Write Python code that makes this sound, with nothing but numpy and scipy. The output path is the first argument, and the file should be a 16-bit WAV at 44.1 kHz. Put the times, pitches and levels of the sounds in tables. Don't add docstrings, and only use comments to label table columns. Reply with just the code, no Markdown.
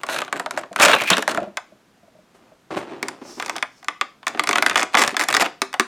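import sys
import numpy as np
from scipy import signal
from scipy.fft import rfft, irfft, next_fast_len
from scipy.io import wavfile
from scipy.ndimage import map_coordinates

SR = 44100
rng = np.random.default_rng(int(sys.argv[2]) if len(sys.argv) > 2 else 0)


def file_out(sig):
    cols = np.atleast_2d(sig).T
    lim = np.clip(cols, -1, 1)
    pcm = np.round(lim * 32767).astype(np.int16)
    wavfile.write(sys.argv[1], SR, pcm)


N = 258849
TIME = np.arange(N) / SR
RING = TIME[:SR // 8]


def amp(db):
    return 10 ** (np.asarray(db) / 20)


def unit(x):
    return x / np.sqrt(np.mean(x ** 2) + 1e-20)


def along(points, hz):
    f, v = np.transpose(points)
    return np.interp(np.log(hz + 1), np.log(f + 1), v)


def level(rows):
    rows = np.asarray(rows)
    s, db = rows[:, 0], rows[:, -1]
    inside = np.interp(TIME, s, np.ones(len(rows)), 0, 0)
    return inside * amp(np.interp(TIME, s, db))


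def wobble(rate):
    knots = rng.standard_normal(int(N * rate / SR) + 4)
    return map_coordinates(knots, [TIME * rate])


def add(track, s, x):
    part = track[max(0, round(s * SR)):][:len(x)]
    part += x[:len(part)]


def colour(x, gain, size=2048):
    cepstrum = irfft(np.log(np.maximum(gain(np.fft.rfftfreq(size, 1 / SR)), 1e-6)))
    cepstrum[1:size // 2] *= 2
    cepstrum[size // 2 + 1:] = 0
    response = irfft(np.exp(rfft(cepstrum)))
    return signal.fftconvolve(x, response)[:len(x)]


def shaped(x, spectrum):
    return colour(x, lambda hz: amp(along(spectrum, hz)))


def band(x, hz, kind):
    return signal.sosfilt(signal.butter(3, hz, kind, fs=SR, output="sos"), x)


def registers(x):
    edges = [([165, 600], "band"), ([600, 1800], "band"), ([1800, 4000], "band"), (4000, "high")]
    return [band(x, hz, kind) for hz, kind in edges]


def balance(parts, levels_db, count):
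    return sum(g * p / np.std(p[:count]) for g, p in zip(amp(levels_db), parts))


def resonances(peaks, hz):
    return np.sqrt(sum(np.abs(amp(db) * hz * w / (c * c - hz * hz + 1j * hz * w)) ** 2 for c, w, db in peaks))


def ringing(modes, detune=0.048):
    out = np.zeros(len(RING))
    for hz, db, t60 in modes:
        decay = amp(db + rng.normal(0, 1.6) - 60 * RING / t60)
        out += decay * np.sin(2 * np.pi * hz * rng.normal(1, detune) * RING)
    return out


def dying_noise(t60s, count, size):
    hz, t, z = signal.stft(rng.standard_normal(count), SR, nperseg=size)
    decay = amp(-60 * t / along(t60s, hz)[:, None])
    tail = signal.istft(z * decay, SR, nperseg=size)[1][:count]
    return tail / np.linalg.norm(tail)


def grains(rate, spread_db):
    present = rng.random(N) < rate / SR
    sizes = amp(spread_db * np.minimum(rng.standard_normal(N), 2))
    return present * rng.choice([-1, 1], N) * sizes


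# (frequency [Hz], relative level per Hz [dB])
QUIET = [(15, -45), (25, -11), (53, -15.5), (212, -2.5), (427, -7.5), (591, -9), (1160, -13.5), (1370, -13),
         (2350, -18.5), (6560, -25.5), (14800, -36), (16000, -44)]


def hush(db=-58.0):
    return amp(db) * unit(shaped(rng.standard_normal(N), QUIET))


OUT_OF_BOX = 1.5
# (frequency [Hz], t60 [s])
SHEET_T60 = [(250, 0.16), (1200, 0.039), (3000, 0.033), (8000, 0.021), (15000, 0.013)]
# (frequency [Hz], relative level per Hz [dB])
BOXED = [(40, -45), (110, -15), (240, -9.5), (420, -8), (570, 0), (880, -4), (1400, 0.5), (2000, -5),
         (2700, -2.5), (4700, -15), (7800, -14.5), (12000, -24), (16000, -37.5)]
# (frequency [Hz], relative level per Hz [dB])
FREE = [(40, -40), (110, -22), (250, -6), (600, -3), (1300, 0), (2400, -3), (4000, -11), (8000, -13),
        (12000, -22), (16000, -30)]
# (centre [Hz], width [Hz], level [dB])
TRAY = [(299.7, 51, 6.5), (736, 140, 5), (1035.2, 130, 4.5), (1195.5, 140, 7), (1475.4, 72, 4.5),
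        (1750, 160, -2), (2085, 427, 1), (2550, 138, 1), (3476, 220, 5.5), (4920, 780, 2.5),
        (6174, 1200, 1), (7250, 560, 1.5), (9600, 1200, 2)]


def sheet(s, flutter=1.0, crack_t60=0.0068):
    crack = rng.standard_normal(len(RING)) * amp(-60 * RING / crack_t60)
    flick = crack / np.linalg.norm(crack) + flutter * dying_noise(SHEET_T60, count=len(RING), size=64)
    if s < OUT_OF_BOX:
        return shaped(flick, BOXED)
    return colour(flick, lambda hz: amp(along(FREE, hz)) * np.hypot(1, resonances(TRAY, hz)))


ATTACK_S, SAG_DB = 0.016, 3
CRINKLE_RELEASE_S, RUB_RELEASE_S = 0.019, 0.042


def effort(start, end, release_s):
    outside = np.maximum(start - TIME, 0) / ATTACK_S + np.maximum(TIME - end, 0) / release_s
    held = np.clip((TIME - start) / max(end - start, .01), 0, 1)
    return np.exp(-outside) * amp(-SAG_DB * held)


# (start [s], end [s], relative crinkle level [dB], relative rub level [dB])
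MOVES = [(0, 0.008, -35, -48), (0.097, 0.235, -27.5, -38), (.35, 0.41, -43.5, -33.5),
         (.54, 0.614, -38.5, -37.5), (0.798, 0.954, -19, -39), (1.02, 1.204, -28, -38),
         (1.308, 1.429, -37.5, -32.5), (2.876, 3.06, -61, -39), (3.254, 3.325, -65, -42),
         (3.424, 3.575, -42.5, -41.5), (4.299, 4.44, -46, -39), (4.484, 4.82, -32, -36.5),
         (4.969, 5.083, -24, -57), (5.13, 5.241, -33, -47), (5.304, 5.446, -22, -39)]


def crinkle(db=-2, count=8):
    spots = np.zeros(N)
    for _ in range(count):
        ticks = grains(rate=52, spread_db=12.0)
        spots += signal.fftconvolve(ticks, unit(sheet(0, flutter=0.68)))[:N]
    strain = sum(amp(crinkle_db) * effort(start, end, CRINKLE_RELEASE_S) for start, end, crinkle_db, _ in MOVES)
    return amp(db) * unit(spots) * strain


# (frequency [Hz], relative level per Hz [dB])
RUB = [(24, -80), (40, -33), (234, -5.5), (352, 1), (484, -8.5), (530, -4), (1230, -11), (1340, -13),
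       (1800, -18), (2590, -19.5), (9000, -42.5), (11700, -71), (19800, -120)]
# (frequency [Hz], relative level per Hz [dB])
GLIDE = [(2500, -12), (4000, -8), (5300, 4.5), (7500, -6.5), (10000, -14), (16000, -25)]
# (time [s], level [dB])
SKIN = [(3.19, -72), (3.26, -48), (3.32, -44.5), (3.38, -48.5), (3.5, -52.5), (3.68, -68.5), (3.77, -57.5),
        (3.83, -66)]


def fingers(rub_db=-1):
    rub = unit(shaped(grains(rate=860, spread_db=0.5), RUB) * amp(0.75 * wobble(40)))
    glide = unit(shaped(rng.standard_normal(N), GLIDE) * amp(1.2 * wobble(50)))
    grip = sum(amp(db) * effort(start, end, RUB_RELEASE_S) for start, end, _, db in MOVES)
    return amp(rub_db) * rub * grip + glide * level(SKIN)


# (frequency [Hz], t60 [s])
ROOM_T60 = [(200, 0.37), (1500, 0.29), (5000, 0.35), (14000, 0.14)]
# (frequency [Hz], relative level [dB])
ROOM_TONE = [(150, -1.5), (1100, 1.5), (2400, -0.5), (6000, -1.5), (14000, 0)]


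def room(x, count=SR // 2, size=8192):
    out = np.zeros(N)
    build_up = 1 - np.exp(-(TIME[:count] / 0.0042) ** 2)
    for i in range(0, N + size, size):
        tail = dying_noise(ROOM_T60, count=count, size=256) * build_up
        share = np.clip(1 - np.abs(np.arange(N) - i) / size, 0, 1)
        first = max(0, i - size)
        add(out, first / SR, signal.fftconvolve((x * share)[first:i + size], tail))
    return shaped(out, ROOM_TONE)


# (mean frequency [Hz], mean relative level [dB], t60 [s])
WALLS = [(246, -9.5, 0.14), (301.3, -0.5, 0.059), (406.3, -2.5, .11)]


def flap(attack=0.0025):
    swing = registers(ringing(WALLS) * (1 - np.exp(-RING / attack)))[0]
    return swing / np.std(swing[:SR // 100])


# (thud [dB], bite [dB]), before the adjustments in snaps()
BOXED_SNAP, FREE_SNAP = (-15.5, -7), (-19.5, -3.5)
BITE_DB_PER_OCTAVE, BITE_FOLLOWS_CRACK = 3.5, .2
USUAL_RING_HZ, USUAL_CRACK_DB = 1300, -12
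LOOSE_THUD_DB = -6
# (time [s], relative
# level [dB], centre of the ring [Hz], crack level within the snap [dB])
SNAPS = [(.034, -10, 1090, -14), (.066, -22.5, 650, -6.5), (.088, -9, 1320, -21), (.162, -11.5, 1550, -18),
         (.187, -13, 1030, -7.5), (.218, -8, 1240, -16), (.279, -19.5, 1100, -22),
         (.327, -5.5, 1140, -13.5), (.397, -9.5, 950, -10.5), (.461, -8.5, 640, -17.5),
         (.509, -12.5, 1000, -7.5), (.575, -5.5, 620, -16.5), (.634, -18, 1130, -38.5),
         (.729, -26, 1050, -7), (.761, -6.5, 1410, -12.5), (.788, -10, 970, -26), (.801, -1, 1390, -14.5),
         (.895, 0, 1180, -22), (.94, -7.5, 2350, -30.5), (.962, -5.5, 2600, -29.5),
         (1.037, -17.5, 2330, -4), (1.103, -5, 2630, 3.5), (1.169, -8, 2890, -6.5),
         (1.181, -6.5, 1200, -8.5), (1.224, -10.5, 1735, -7), (1.278, -0.5, 590, -12.5),
         (1.347, -10, 590, -14), (1.374, -5, 620, -23), (1.571, -11.5, 1440, -7.5),
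         (3.028, -12.5, 2260, -5), (3.084, -15, 950, -2), (3.399, -12, 970, -11),
         (3.424, -14.5, 1440, -10.5), (3.461, -19.5, 960, -1.5), (3.481, -21, 980, -10),
         (3.496, -9.5, 1010, -8.5), (3.556, -17.5, 630, -25.5), (3.564, -15, 780, -5),
         (3.582, -23.5, 3400, -3),  (3.626, -7, 2270, -13.5), (3.828, -30, 736, -13.5),
         (3.845, -30.5, 740, -1.5), (3.884, -5.5, 1240, -14.5), (4.012, -2.5, 1195, -17),
         (4.23, -28, 1090, -21), (4.268, -6, 1240, -12.5), (4.28, -19, 2600, 3.5), (4.348, -17.5, 735, -29),
         (4.374, -18.5, 706, -20.5), (4.395, -0.5, 1190, -12), (4.437, -12, 1020, -7),
         (4.473, -11.5, 1930, -3.5), (4.491, -3, 725, -7.5), (4.511, -9, 2160, -9), (4.53, -5, 1100, -9.5),
         (4.557, -2, 1280, -13), (4.583, -4, 1460, -12), (4.624, -1.5, 1460, -9.5), (4.663, 0, 1570, -9.5),
         (4.697, -9.5, 1940, -4.5), (4.712, -8.5, 1560, -24.5), (4.757, 0.5, 1333, -12.5),
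         (4.774, -11, 1910, -11), (4.794, -8.5, 1685, -12.5), (4.822, -7.5, 1770, -21.5),
         (4.937, -20.5, 701.8, -10), (4.944, 0.5, 900, -32), (4.951, 2, 1180, -14.5),
         (4.971, 0, 1200, -16.5), (5.02, -9, 1610, -7.5), (5.037, -5.5, 1680, -6.5),
         (5.077, -10, 1690, -0.5), (5.093, -17.5, 1788, -11.5), (5.144, -14, 760, -24.5),
         (5.167, -7, 1710, -5), (5.211, -6.5, 2120, -12.5), (5.239, -17, 770, -1), (5.286, -6, 1080, -4),
         (5.327, -11.5, 2540, -2), (5.341, -5, 1195, -8.5), (5.348, -3.5, 1200, -5), (5.367, -3, 1760, -4),
         (5.618, -5, 1110, -3.5), (5.729, -22.5, 1206, -6.5), (5.74, -9.5, 810, -15.5),
         (5.797, 0.5, 1150, -7.5), (5.807, -13.5, 1510, -7)]
# (time [s], level [dB])
FLAPS = [(1.181, -25.5), (2.916, -35), (3.027, -31), (3.217, -37.5), (3.37, -40), (4.348, -37.5),
         (4.491, -30.5), (4.946, -26.5), (5.126, -33), (5.618, -29), (5.797, -22)]


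def snaps(ring_db=-14, thud_db=-9, bite_db=-10, crack_db=-12, focus_db=6, octaves=0.14, flapping=0.51):
    out = np.zeros(N)
    gripped = np.max([effort(start, end, RUB_RELEASE_S) for start, end, _, _ in MOVES], axis=0)
    for s, db, centre_hz, crack in SNAPS:
        thud, bite = BOXED_SNAP if s < OUT_OF_BOX else FREE_SNAP
        thud += LOOSE_THUD_DB * (1 - gripped[int(s * SR)])
        bite += BITE_DB_PER_OCTAVE * np.log2(centre_hz / USUAL_RING_HZ)
        bite += BITE_FOLLOWS_CRACK * (crack - USUAL_CRACK_DB)
        patch = lambda hz: amp(focus_db * np.exp(-(np.log2((hz + 1) / centre_hz) / octaves) ** 2))
        parts = registers(colour(sheet(s), patch))
        parts[0] = unit(parts[0]) + flapping * unit(flap())
        levels_db = [thud + thud_db, ring_db, bite + bite_db, crack + crack_db]
        add(out, s, amp(db) * balance(parts, levels_db, SR // 100))
    for s, db in FLAPS:
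        add(out, s, amp(db) * flap())
    return out


SLOWING = .77
# (start [s], end [s], relative level [dB],
# approximate slip rate at the start [1/s], crack level within the scrape [dB])
SCRAPES = [(.097, 0.166, -28, 380, -6), (.359, 0.38, -33, 240, -9), (0.579, 0.598, -35, 430, -4.5),
           (.815, .843, -11.5, 400, -4), (.849, .863, -10, 450, -4.5), (0.87, 0.927, -17.5, 335, -11.5),
           (0.93, 0.947, -10, 460, -20), (1.101, 1.144, -16.5, 350, -16.5), (1.287, 1.321, -26, 310, -5.5),
           (4.773, 4.837, -22.5, 125, -5.5), (4.976, 5.032, -16.5, 330, -6), (5.195, 5.245, -22, 180, -7),
           (5.405, 5.429, -14.5, 640, -8), (5.444, 5.468, -23, 280, -16)]


def scrapes(jitter=.28, scatter_db=2.5, thud_db=-11, ring_db=-2.0, bite_db=-2.0, variety=0.82):
    out = np.zeros(N)
    for start, end, db, rate_in, crack in SCRAPES:
        span, rate_out = end - start, SLOWING * rate_in
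        count = round(span * (rate_in + rate_out) / 2)
        gaps = np.exp(jitter * rng.standard_normal(count)) / np.linspace(rate_in, rate_out, count)
        slip_times = span * (np.cumsum(gaps) - gaps) / gaps.sum()
        slip = lambda: sheet(start, flutter=0.94, crack_t60=0.0036)
        run, common = np.zeros(int(span * SR) + len(RING)), slip()
        for s in slip_times:
            strength = amp(scatter_db * rng.standard_normal())
            add(run, s, strength * (common + variety * slip()))
        levels_db = [thud_db, ring_db, bite_db, crack]
        add(out, start, amp(db) * balance(registers(run), levels_db, int(span * SR)))
    return out


# (mean frequency [Hz], mean relative level [dB], t60 [s])
HOLLOW = [(198.4, -5.5, 0.11), (330, -7, 0.088), (582, -1.5, 0.068), (641, 3.5, 0.066)]
# (time [s], relative level [dB])
KNOCKS = [(0.713, -26.5), (1.112, -7.5), (1.347, -43), (1.377, -13), (1.419, -23), (1.434, -20),
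          (1.474, -24.5), (1.721, -38), (2.031, -41.5), (2.079, -44), (2.152, -40.5), (2.187, -43),
          (2.519, -40.5)]
# (time [s], mean level [dB])
THUMPS = [(.833, -47), (0.939, -40), (1.103, -45), (1.383, -48), (2.358, -60.5), (4.756, -31.5)]


def knocks(knock_db=-5, thump_hz=72, attack=0.0021):
    out = np.zeros(N)
    soft = 1 - np.exp(-RING / attack)
    for s, db in KNOCKS:
        add(out, s, amp(db + knock_db) * soft * ringing(HOLLOW))
    for s, db in THUMPS:
        add(out, s, amp(db) * soft * ringing([(thump_hz, 0, .06)]))
    return out


# (centre [Hz], width [Hz], relative level [dB])
CARD = [(570, 110, -18.5), (1080, 130, -15), (1670, 140, 4), (2390, 280, 9.5), (2730, 370, 0),
        (3300, 300, -19.5)]
# (time [s], level [dB])
SLIDE = [(.78, -53), (.82, -21), (.95, -29.5), (.98, -29.5), (1.05, -34), (1.09, -21.5), (1.13, -33),
         (1.16, -34), (1.22, -56.5)]
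# (time [s], mean frequency [Hz], level [dB])
SQUEAK = [(.96, 2446, -42.5), (1.02, 2335, -23.5), (1.06, 2288, -49.5), (1.106, 2515, -32.5),
          (1.117, 2647, -20), (1.135, 3094, -12), (1.146, 3203, -55)]


def box():
    rasp = unit(colour(grains(rate=1200, spread_db=3.5), lambda hz: resonances(CARD, hz)))
    s, hz, _ = np.transpose(SQUEAK)
    pitch = np.interp(TIME, s, hz) * (1 + .13 * wobble(700))
    catches = amp(6 * wobble(450))
    squeak = unit(np.sin(2 * np.pi * np.cumsum(pitch) / SR) * catches)
    return rasp * amp(3.7 * wobble(70)) * level(SLIDE) + squeak * level(SQUEAK)


# (time [s], length of the fade [s], level [dB], hiss over the drag [dB])
SCUFFS = [(2.341, 0.042, -51, -11.5), (2.39, .14, -56.5, -23), (2.704, 0.098, -28.5, -27),
          (2.763, 0.034, -23.5, -19.5), (2.795, 0.055, -31.5, -26.5), (2.884, 0.084, -37, -32),
          (3.035, 0.14, -39.5, -23), (3.21, 0.023, -36.5, -27), (3.37, 0.033, -38, -16.5),
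          (4.378, 0.013, -33.5, -24.5)]


def scuffs(attack=0.0043, fade_db=7, judder_db=5):
    out, t = np.zeros(N), TIME[:SR // 3]
    for s, length, db, hiss_db in SCUFFS:
        drag = unit(shaped(grains(rate=1200, spread_db=judder_db)[:len(t)], RUB))
        hiss = unit(registers(shaped(rng.standard_normal(len(t)), BOXED))[-1])
        envelope = amp(db - fade_db * (t / length) ** 3) * (1 - np.exp(-t / attack))
        add(out, s, envelope * (drag + amp(hiss_db) * hiss))
    return out


SIZE = next_fast_len(N // 2 + 1024)
# (frequency [Hz], relative level [dB])
CAPSULES = [(60, -21.5), (250, -31.5), (1000, -34), (4000, -22), (12000, -19)]


def side_signal(near, echo, width_db=-2, hiss_db=-80):
    gap = amp(along(CAPSULES, np.fft.rfftfreq(2 * SIZE, 1 / SR)))
    near_part = (.15 + 1j) * rfft(near, 2 * SIZE)
    echo_part = .6 * rfft(echo, 2 * SIZE)
    side = amp(width_db) * irfft(gap * (near_part + echo_part))[:N]
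    return side + amp(hiss_db) * rng.standard_normal(N)


def scene(room_db=-13.0):
    near = crinkle() + fingers() + snaps() + scrapes() + knocks() + box() + scuffs()
    echo = room(near)
    mid = near + amp(room_db) * echo + hush()
    side = side_signal(near, echo)
    return np.array([mid + side, mid - side])


TOP_HZ = 16200


def record(dry, top=0.93, hardness=5):
    rounded = dry / (1 + np.abs(dry / top) ** hardness) ** (1 / hardness)
    return irfft(rfft(rounded) * (np.fft.rfftfreq(N, 1 / SR) < TOP_HZ), N)


dry = scene()
out = record(dry)
file_out(out)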